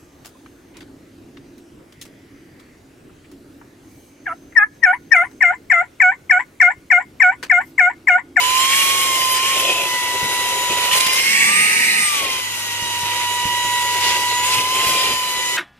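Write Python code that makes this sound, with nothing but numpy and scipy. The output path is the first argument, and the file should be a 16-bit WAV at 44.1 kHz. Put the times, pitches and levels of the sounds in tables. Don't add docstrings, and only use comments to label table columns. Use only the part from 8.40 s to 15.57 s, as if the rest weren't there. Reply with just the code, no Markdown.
import sys
import numpy as np
from scipy import signal
from scipy.fft import rfft, irfft, next_fast_len
from scipy.io import wavfile

SR = 44100
rng = np.random.default_rng(int(sys.argv[2]) if len(sys.argv) > 2 else 0)


def dump_mix(stems):
    frames = np.atleast_2d(stems).T
    limited = np.clip(frames, -1, 1)
    pcm = np.round(limited * 32767).astype(np.int16)
    wavfile.write(sys.argv[1], SR, pcm)


N = 316197
TIME = np.arange(N) / SR

# [t/s, level/dB]
CAR_HUM = [(0, -53), (3.5, -58), (4.1, -48), (6.0, -46.5), (7.17, -61)]
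# [f/Hz, density/dB]
CABIN_COLOUR = [(20, -26), (35, -27), (55, -2), (100, -9), (180, -2), (350, -3.5), (700, -21)]

# [f/Hz, share 0-1]
MIC_LIKENESS = [(100, .985), (450, .96), (1000, .9), (2000, .8), (3000, .68), (6000, .63), (12000, .6)]
# [f/Hz, lead/rad]
MIC_LEAD = [(0, 0), (1380, 0.08), (2150, 1.72), (2580, 1), (3530, 2), (4480, 4), (4910, 4), (5860, 4.5),
            (7150, 4.5), (7920, 4), (9730, 4), (15300, 4)]
# [f/Hz, left minus right/dB]
MIC_TILT = [(200, 1.1), (550, 0), (800, -5), (1400, 4.5), (2000, -6), (2800, 0), (3800, 1), (5200, 4),
            (7000, 0.5), (8500, -0.5), (11000, 1)]

# [f/Hz, level/dB, t60/s]
MAT_MODES = [(62, -20, .12), (120, -7, .06), (175, 0, .035), (280, -6, .025), (480, -10, .02)]
# [f/Hz, density/dB]
SHUDDER_COLOUR = [(35, -28), (65, -17), (110, 5.5), (170, -2), (280, 1.5), (500, -0.5), (1200, -39),
                  (4000, -55)]
# [t/s, thud level/dB, shudder level/dB]
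BUMP_EVENTS = [(1.828, -25, -26), (2.297, -35, -30), (2.529, -37, -35), (2.666, -31, -39),
               (4.424, -29.5, -37), (4.633, -31, -35), (5.054, -22, -31), (5.248, -30.5, -35),
               (6.165, -36, -27), (6.469, -27, -31), (6.689, -32, -29)]
SHUDDER_T60_S = 0.24

# [centre t/s, length/s, level/dB]
SCUFF_EVENTS = [(0.317, 0.045, -24), (0.48, 0.032, -24), (0.83, 0.024, -26), (0.966, 0.037, -21.5),
                (1.205, 0.028, -27), (1.303, .025, -31), (2.336, .025, -30), (2.534, .008, -22),
                (2.57, 0.023, -24), (2.605, 0.016, -17.5), (2.668, 0.01, -17.5), (2.756, 0.04, -23.5),
                (5.66, 0.54, -28), (6.147, 0.019, -25), (6.49, 0.15, -25.5)]
# [f/Hz, density/dB]
GRIT_COLOUR = [(100, -35), (400, -17), (1200, -16), (2000, -3), (2700, 0), (4000, -5), (8000, -7),
               (12000, -13), (15000, -27)]
GRAINS_PER_S, GRAIN_DECAY_S = 1100, .0007
# [centre t/s, length/s, level/dB, centre f/Hz, band width/Hz]
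BAND_HISS_EVENTS = [(0.334, .025, -18, 2230, 600), (.45, .1, -25.5, 11000, 4000),
                    (.625, .03, -25, 11800, 2600), (.92, .04, -22, 11200, 1700),
                    (.96, .025, -25, 8700, 1000), (1.06, .05, -25.5, 2300, 700),
                    (1.2, .03, -25, 11200, 2000), (2.44, .03, -25, 4200, 1400),
                    (2.516, .006, -17, 2950, 500), (2.54, 0.018, -19, 2920, 600),
                    (2.538, .018, -25, 8400, 800), (2.576, .009, -19, 4300, 800),
                    (2.585, .02, -22, 11700, 3000), (2.609, .006, -18.5, 4200, 700),
                    (2.608, .007, -20, 8000, 1500), (2.63, .015, -25, 10700, 900),
                    (2.735, .015, -20.5, 10800, 900), (2.86, .2, -26.5, 5200, 900),
                    (3.0, .12, -27, 6700, 700), (3.33, .1, -32, 6200, 250), (3.53, .12, -29, 4150, 400),
                    (3.86, 0.18, -31, 3900, 2400), (5.673, 0.087, -22, 4500, 2600),
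                    (5.91, .06, -27, 4000, 600), (6.065, .025, -27, 8300, 1400),
                    (6.13, .04, -22.5, 4200, 1600), (6.14, 0.028, -20, 2900, 900),
                    (6.19, 0.012, -15.5, 2680, 500), (6.49, .07, -27, 11500, 3800),
                    (6.62, .12, -24, 3500, 1400)]
# [t/s, level/dB]
BIG_CRUMBS = [(2.3234, -18), (2.3774, -19), (2.4864, -20), (2.5138, -16), (2.5321, -15.5), (2.5504, -15),
              (2.5774, -16), (2.6055, -15.5), (2.6624, -14.5), (2.6862, -17), (2.7288, -19),
              (2.7984, -16.5)]
# [f/Hz, level/dB, t60/s]
CUP_MODES = [(2300, 0, .005), (3100, -1, 0.006), (4300, -3, 0.003), (6100, -5, .002), (8200, -7, 0.002),
             (11200, -8, .002)]

# [f/Hz, density/dB]
OPEN_RUSH = [(100, -64), (700, -35), (880, 0.5), (1150, -5.5), (1300, -5.5), (1700, -6), (2100, 4),
             (2400, 1), (2900, 3), (3350, -0.5), (3700, -4), (5000, -8.5), (12000, -63)]
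CHOKED_RUSH = [(50, -50), (210, -10.5), (340, -23.5), (470, -13), (620, -33), (950, -9), (1080, -31),
               (1400, -29), (1750, -8.5), (2000, 5), (2500, -2), (2950, -5), (3500, -55), (6000, -40)]
# [f/Hz, density/dB]
OPEN_HISS = [(100, -12.5), (600, -6), (1200, -9), (2500, -3), (4000, 7.5), (4500, 0.5), (5200, 5.5),
             (6800, 6), (7700, -0.5), (8400, 9), (9400, 2.5), (10200, 3.5), (11500, 5), (13000, 0),
             (14500, -7.5), (15700, -55)]
CHOKED_HISS = [(200, -55), (2000, -4), (3500, -7.5), (4200, -1.5), (6300, -3), (7750, -7), (8250, 6.5),
               (8700, 3), (9400, -16), (10150, 0), (10750, -13), (11400, -2.5), (13000, -13), (15500, -23)]
# [f/Hz, density/dB]
FLUTTER_COLOUR = [(25, -49), (80, -4), (150, -8), (260, -9), (380, 5), (520, 6), (660, -2.5), (800, 0.5),
                  (1200, -10.5), (4000, -62)]
# [f/Hz, half width at -6 dB/Hz, level/dB]
TUBE_MODES = [(1990, 160, 1.5), (2417, 76, 8), (2870, 82, 5), (2980, 170, 4.5), (8400, 150, -21)]
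# [f/Hz, half width at -6 dB/Hz, level/dB]
GAP_MODES = [(590, 120, -6), (2530, 130, -1), (2850, 260, -3.5), (3380, 110, -2)]
TUBE_WAVER, GAP_WAVER = .015, .03
TUBE_FLICKER_DB = 2.2

# [running free/dB, gain at full suction/dB, gain when choked/dB, share of shading]
RUSH_LEVELS = (-26.5, 4.5, 3, 0.95)
VENT_LEVELS = (-31.5, 6.5, -0.3, 0.77)
MAT_LEVELS = (-37.5, -3, -5, 3)
FREE_SPEED, SUCTION_SPAN = 1011.4, 83
# [t/s, level/dB]
BODY_SHADE = [(0, 1.5), (1.3, 1), (1.62, 0.6), (1.85, 1.2), (2.3, 2), (3.4, 0), (3.7, -3), (4.15, -2.5),
              (4.7, -1), (5.9, 0.6), (6.6, 1), (6.85, -0.1), (7.17, 0.5)]
# [start t/s, end t/s, rush change/dB, hiss change/dB, flutter change/dB, gap howl/dB]
LIP_PRESSES = [(-.05, 0.266, 3, 2.5, -5.5, -39), (0.29, 0.452, 2, 1.2, -6, -50),
               (0.72, 0.955, -0.5, 1.8, 0, -34), (0.985, 1.168, 1.5, -1, 0, -50),
               (1.138, 1.476, 0, 0.2, 4, -24.5), (1.286, 1.332, 2, 1.5, 4, -27),
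               (2.298, 2.339, 0.5, 1, 3, -24), (2.37, 2.5, 2.5, 2.5, 0.5, -34),
               (2.515, 2.587, 7, 6.5, 2.5, -46), (2.606, 2.8, 3.5, 2, -1.5, -51),
               (3.73, 4.006, 4, 0, 7.5, -43), (3.807, 3.898, -2.5, -2.5, 7.5, -42),
               (4.647, 4.857, 2.5, 0.5, 1, -54), (5.615, 5.774, 4.5, 1.5, 1.5, -32),
               (6.03, 6.224, 4, 3, -1.5, -35), (6.344, 6.743, 4, 1, 5, -34),
               (6.447, 6.63, -0.5, 0, -0.5, -40)]
PRESS_ATTACK_S, PRESS_RELEASE_S = 0.018, 0.015
FREE_HOWL_DB = -50

# [t/s, turns per s]
MOTOR_SPEED = [(0.0, 990), (0.39, 1096), (0.6, 1086), (0.78, 1042), (0.97, 1028), (1.09, 1074),
               (1.35, 1016), (1.6, 986), (2.49, 982), (2.57, 1031), (2.7, 1030), (2.86, 1073), (3.04, 1143),
               (3.21, 1240), (3.45, 1277), (3.56, 1261), (3.74, 1173), (3.89, 1052), (4.08, 985),
               (4.25, 955), (4.9, 971), (6.01, 978), (6.1, 1011), (6.23, 1005), (6.4, 1039), (6.7, 1022),
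               (6.93, 995), (7.17, 987)]
SPIN_UP_S = 0.13
# [t/s, level/dB, left minus right/dB]
SHAFT_TONE = [(0, -21.5, -16), (.18, -18.5, -11.5), (.42, -26, -8.5), (.88, -21, -12), (1.25, -26.5, 1.5),
              (1.65, -27, 3), (2.27, -25, 3.5), (2.54, -22, -22), (2.7, -25.5, -23), (2.81, -33, 4),
              (3.0, -34, 2), (3.12, -23, -8), (3.47, -40, 5), (3.73, -25.5, 17), (4.17, -38, 6),
              (4.68, -25.5, -4), (5.32, -22.5, -2), (6.6, -23, 1.5), (7.17, -32, 3)]
# [t/s, left lead/rad]
SHAFT_LEAD = [(0, 0), (2.65, -.2), (2.95, -4.1), (3.8, -4.6), (4.2, -12.4), (7.17, -12.4)]
# [t/s, level/dB]
OCTAVE_TONE = [(0, -37), (.3, -31), (.7, -27), (1.0, -37), (1.15, -33), (1.38, -45), (1.53, -26),
               (2.5, -33), (3.0, -20), (3.17, -31), (3.5, -27), (3.75, -33.5), (4.7, -34.5), (5.35, -27),
               (6.03, -29.5), (6.12, -37), (6.75, -39), (7.1, -27.5)]
# [t/s, third harmonic level/dB, fourth harmonic level/dB]
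UPPER_WHINE = [(0, -27.5, -37), (.38, -27, -37), (.62, -31, -42), (.85, -27.5, -42), (1.2, -30.5, -39),
               (1.4, -36, -42), (1.55, -33, -45), (1.85, -40, -37.5), (2.35, -33, -39), (2.75, -32, -37),
               (3.1, -35, -41), (3.35, -39, -46), (3.75, -36, -38), (3.95, -28, -41), (4.15, -32.5, -43),
               (4.45, -29.5, -34), (4.75, -32.5, -36), (5.0, -27.5, -35), (5.55, -32, -35),
               (5.85, -29, -39), (6.2, -33, -40), (6.42, -29, -38), (6.55, -36, -38), (6.9, -31, -35),
               (7.17, -32.5, -39)]
# [multiple of shaft speed, level/dB, left minus right/dB]
HIGH_HARMONICS = [(6, -47, 4), (8, -46, -6)]
# [t/s, level/dB]
BLADE_TONE = [(0, -33), (.12, -31), (.22, -26), (.45, -33), (.7, -32), (.9, -38), (1.1, -31), (1.4, -35),
              (1.62, -41), (1.85, -37), (2.3, -34), (2.5, -38), (2.95, -36), (3.15, -31.5), (3.48, -33.5),
              (3.72, -29), (3.86, -43), (4.05, -35), (4.2, -38), (4.35, -33), (4.65, -39), (4.85, -34),
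              (5.08, -38), (5.3, -31.5), (5.7, -33), (5.87, -35), (6.06, -26.5), (6.2, -38), (6.5, -29),
              (6.8, -34), (6.97, -28), (7.17, -33)]
BLADES = 7
VENT_HZ, VENT_WIDTH_HZ, VENT_DB = 8420, 400, 10
# [t/s, whistle level/dB, first lower sideband level/dB]
BEARING_WHISTLE = [(0, -46, -46), (.2, -34, -44), (.33, -42, -47), (.62, -46, -46), (.78, -31.5, -46),
                   (1.0, -33.5, -47), (1.14, -41, -48), (1.28, -35.5, -48), (1.5, -48, -48),
                   (1.9, -45, -37), (2.35, -43, -38), (2.5, -44, -45), (2.73, -30, -45), (2.95, -41, -50),
                   (3.1, -37, -46), (3.45, -48, -50), (3.8, -44, -47), (3.93, -36, -46), (4.1, -44, -50),
                   (4.3, -38, -50), (4.7, -46, -48), (5.25, -48, -43), (5.5, -40, -42), (6.33, -41, -46),
                   (6.53, -29.5, -44), (6.75, -35, -44), (7.0, -42, -40), (7.17, -41, -40)]
BEARING_ORDER = 4.85

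CUTOFF_HZ = 15600


def from_db(db):
    return 10 ** (np.asarray(db) / 20)


def rms_one(x):
    return x / np.sqrt(np.mean(x ** 2) + 1e-20)


def in_time(rows):
    s, *columns = np.transpose(rows)
    return [np.interp(TIME, s, column) for column in columns]


def at_hz(points, hz):
    known_hz, values = np.transpose(points)
    return np.interp(np.log(hz + 1), np.log(known_hz), values)


def butterworth(x, order, hz, kind):
    return signal.sosfilt(signal.butter(order, hz, kind, fs=SR, output="sos"), x)


def panned(pan_db):
    gains = from_db(np.array([[.5], [-.5]]) * pan_db)
    return gains / np.sqrt(np.mean(gains ** 2, axis=0))


def phase_split(lead):
    return np.exp(np.array([[.5j], [-.5j]]) * lead)


def drift(rate):
    step = 20
    r = np.exp(-2 * np.pi * rate * step / SR)
    noise = rng.standard_normal(N // step + 2002)
    slow = signal.lfilter([1], [1, -2 * r, r * r], noise)[2000:]
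    return np.interp(np.arange(N) / step, np.arange(len(slow)), rms_one(slow))


def air_noise(spectrum, off_axis=1):
    size = next_fast_len(N)
    hz = np.fft.rfftfreq(size, 1 / SR)
    white = rfft(rng.standard_normal((3, size)))
    alike = np.clip(at_hz(MIC_LIKENESS, hz), 0, 1)
    shared = white[2] * phase_split(off_axis * at_hz(MIC_LEAD, hz))
    both = np.sqrt(alike) * shared + np.sqrt(1 - alike) * white[:2]
    colour = panned(at_hz(MIC_TILT, hz)) * from_db(at_hz(spectrum, hz))
    return rms_one(irfft(both * colour, size)[:, :N])


def resonances(modes):
    hz = np.geomspace(30, SR / 2, 2000)
    power = 0
    for centre, width, level_db in modes:
        power = power + from_db(level_db) ** 2 / (1 + ((hz - centre) / width) ** 2) ** 2
    return np.column_stack([hz, 10 * np.log10(power)])


def wavering(x, share, rate):
    read = TIME + np.cumsum(share * drift(rate)) / SR
    return rms_one(np.array([np.interp(read % TIME[-1], TIME, side) for side in x]))


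def ring(strikes, hz, t60):
    r = np.exp(-np.log(1000) / (t60 * SR))
    w = 2 * np.pi * hz / SR
    return signal.lfilter([0, np.sin(w)], [1, -2 * r * np.cos(w), r * r], strikes + 1e-18)


def swell(s, length):
    return np.exp(-2 * ((TIME - s) / length) ** 2)


def cabin(hum_hz, rumble_db):
    hum_db, = in_time(CAR_HUM)
    hum = np.sqrt(2) * np.sin(2 * np.pi * hum_hz * TIME) * from_db(hum_db + 1.0 * drift(5.4))
    return hum + from_db(rumble_db) * air_noise(CABIN_COLOUR)


def bumps():
    pushes, shudder, thud = np.zeros(N), np.zeros(N), 0
    for s, level_db, shudder_db in BUMP_EVENTS:
        pushes[int(s * SR)] += from_db(level_db)
        age = np.maximum(TIME - s, 0)
        rise = 1 - np.exp(-age / 0.012)
        shudder += from_db(shudder_db) * rise * np.exp(-np.log(1000) * age / SHUDDER_T60_S)
    for hz, level_db, t60 in MAT_MODES:
        thud = thud + from_db(level_db) * ring(pushes, hz, t60)
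    return thud + shudder * air_noise(SHUDDER_COLOUR)


def scuffs():
    envelope = sum(from_db(level_db) * swell(s, length) for s, length, level_db in SCUFF_EVENTS)
    snaps = (rng.random(N) < GRAINS_PER_S / SR) * rng.uniform(.3, 1, N)
    decay = np.exp(-1 / (GRAIN_DECAY_S * SR))
    grains = rms_one(np.tanh(signal.lfilter([1], [1, -decay], snaps + 1e-18)))
    return envelope * grains * air_noise(GRIT_COLOUR, off_axis=.2)


def band_hisses():
    jet, out = air_noise([(1000, 0), (15000, 0)], off_axis=.7), 0
    for s, length, level_db, hz, width_hz in BAND_HISS_EVENTS:
        hiss = rms_one(butterworth(jet, 2, [hz - width_hz / 2, hz + width_hz / 2], "band"))
        out = out + from_db(level_db) * swell(s, length) * hiss
    return out * from_db(3.5 * np.tanh(drift(120)) - 1)


def crumbs(hiss_db, per_s, size_db):
    pickup = rms_one(from_db(hiss_db))
    sizes_db = size_db + 4.5 * np.minimum(rng.exponential(1, N), 3)
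    hits = (rng.random(N) < per_s * pickup ** 2 / SR) * from_db(sizes_db)
    for s, level_db in BIG_CRUMBS:
        hits[int(s * SR)] += from_db(level_db)
    out = np.zeros((2, N))
    for hz, level_db, t60 in CUP_MODES:
        strikes = hits * np.tanh(2 * rng.standard_normal((2, N)))
        out += from_db(level_db) * ring(strikes, hz, t60)
    return out


def pressed(start, end):
    closing, opening = (TIME - start) / PRESS_ATTACK_S, (end - TIME) / PRESS_RELEASE_S
    return np.clip(.5 + np.minimum(closing, opening), 0, 1)


def air_levels(speed, choke):
    suction = np.clip((speed - FREE_SPEED) / SUCTION_SPAN, 0, 1)
    shade_db, = in_time(BODY_SHADE)
    levels = []
    for free, strained, choked, share in (RUSH_LEVELS, VENT_LEVELS, MAT_LEVELS):
        levels.append(free + strained * suction + choked * choke + share * shade_db)
    rush, hiss, flutter = levels
    howl = from_db(FREE_HOWL_DB + shade_db)
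    for start, end, rush_db, hiss_db, flutter_db, howl_db in LIP_PRESSES:
        contact = pressed(start, end)
        rush = rush + rush_db * contact
        hiss = hiss + hiss_db * contact
        flutter = flutter + flutter_db * contact
        howl = howl + from_db(howl_db) * contact
    return rush, hiss, flutter, 20 * np.log10(howl)


def airflow(load, choke, rush_db, hiss_db, flutter_db, gap_db):
    is_open, is_choked = np.sqrt(1 - choke), np.sqrt(choke)
    nozzle = is_open * air_noise(OPEN_RUSH) * from_db(-0.65 - 4.2 * load + 0.37 * drift(18.0))
    tube = wavering(air_noise(resonances(TUBE_MODES)), TUBE_WAVER, rate=3)
    nozzle += np.sqrt(load) * is_open * tube * from_db(-4.0 + TUBE_FLICKER_DB * drift(37))
    nozzle += is_choked * air_noise(CHOKED_RUSH) * from_db(3.0)
    hiss = is_open * air_noise(OPEN_HISS) * from_db(4.5 + .5 * drift(30.0))
    hiss += is_choked * air_noise(CHOKED_HISS) * from_db(5.0)
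    flutter = air_noise(FLUTTER_COLOUR) * from_db(-1.7 - 6.6 * choke + 2.0 * drift(22.0))
    gap = wavering(air_noise(resonances(GAP_MODES)), GAP_WAVER, rate=5)
    howl = gap * from_db(gap_db + 1.8 * drift(40.0))
    return from_db(rush_db) * nozzle + from_db(hiss_db) * hiss + from_db(flutter_db) * flutter + howl


def eddies(x, depth_db, rate):
    def up_to(edge_hz):
        return signal.sosfiltfilt(signal.butter(4, edge_hz, fs=SR, output="sos"), x)
    out = below = up_to(4200)
    for edge_hz in (6000, 8000, 11000):
        wider = up_to(edge_hz)
        out = out + (wider - below) * from_db(depth_db * drift(rate))
        below = wider
    return out + (x - below) * from_db(depth_db * drift(rate))


def footwell(x, strength, sway_s, count=5):
    out = x.copy()
    for k, delay in enumerate(np.geomspace(.0016, .0075, count)):
        path = delay + sway_s * drift(0.41)
        for side in range(2):
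            heard = np.interp(TIME - path - rng.uniform(0, 0.00022), TIME, x[side])
            out[side] += strength * (-1) ** k * butterworth(heard, 1, 1200, "high")
    return out / np.sqrt(1 + count * strength ** 2 / 2)


def tone(phase, level_db, pan_db, lead, scatter, shimmer):
    def wander(rate):
        return np.array([drift(rate) + 1j * drift(rate) for side in range(2)]) / np.sqrt(2)
    path = phase_split(lead) + scatter * wander(14.0) + shimmer * wander(12.5)
    path = path / np.sqrt(1 + scatter ** 2 + shimmer ** 2)
    return np.sqrt(2) * from_db(level_db) * panned(pan_db) * np.real(path * np.exp(1j * phase))


def motor(speed, choke):
    shaft_db, shaft_pan_db = in_time(SHAFT_TONE)
    shaft_lead, = in_time(SHAFT_LEAD)
    octave_db, = in_time(OCTAVE_TONE)
    third_db, fourth_db = in_time(UPPER_WHINE)
    shade_db, = in_time(BODY_SHADE)
    turn = 2 * np.pi * np.cumsum(speed * (1 + .0006 * drift(25.0))) / SR

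    low = tone(turn, shaft_db, shaft_pan_db, lead=shaft_lead, scatter=.06, shimmer=.08)
    low += tone(2 * turn, octave_db, pan_db=-1.5, lead=0.94, scatter=0.089, shimmer=0.34)
    high = tone(3 * turn, third_db, pan_db=-8.0, lead=1.8, scatter=0.25, shimmer=0.3)
    high += tone(4 * turn, fourth_db, pan_db=-11.5, lead=2.27, scatter=0.38, shimmer=0.35)
    for multiple, level_db, pan_db in HIGH_HARMONICS:
        harmonic_db = level_db - 1.6 * choke
        high += tone(round(multiple) * turn, harmonic_db, pan_db, lead=3.3, scatter=0.68, shimmer=0.74)

    blade_db, = in_time(BLADE_TONE)
    blade_db = blade_db + VENT_DB / (1 + ((BLADES * speed - VENT_HZ) / VENT_WIDTH_HZ) ** 4)
    high += tone(BLADES * turn, blade_db, pan_db=-1, lead=1.9, scatter=.3, shimmer=.4)

    bearing_db, sideband_db = in_time(BEARING_WHISTLE)
    high += tone(BEARING_ORDER * turn, bearing_db, pan_db=4.0, lead=2.1, scatter=0.25, shimmer=0.5)
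    high += tone((BEARING_ORDER - 1) * turn, sideband_db, pan_db=1.0, lead=2.0, scatter=0.3, shimmer=0.4)
    second_db = -40 + 1.5 * choke
    high += tone((BEARING_ORDER - 2) * turn, second_db, pan_db=1.0, lead=2.4, scatter=0.88, shimmer=0.28)
    return low + from_db(shade_db) * high


def scene():
    speed, = in_time(MOTOR_SPEED)
    load = np.clip((speed - 990) / 50, 0, 1)
    later_speed = np.interp(TIME + SPIN_UP_S, TIME, speed)
    choke = np.clip((later_speed - 1085) / 95, 0, 1)
    rush_db, hiss_db, flutter_db, gap_db = air_levels(speed, choke)
    air = airflow(load, choke, rush_db, hiss_db, flutter_db, gap_db)
    air = eddies(air, depth_db=.8, rate=6)
    bursts = scuffs() + band_hisses() + crumbs(hiss_db, per_s=37, size_db=-35)
    rush = footwell(air + bursts, strength=.22, sway_s=.00012)
    return cabin(hum_hz=101.3, rumble_db=-47.0) + bumps() + rush + motor(speed, choke)


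def record(dry):
    thin = np.clip(butterworth(dry, 2, 26, "high"), -.85, .85)
    return signal.sosfilt(signal.ellip(12, .1, 90, CUTOFF_HZ, fs=SR, output="sos"), thin)


dry = scene()
out = record(dry)
dump_mix(out)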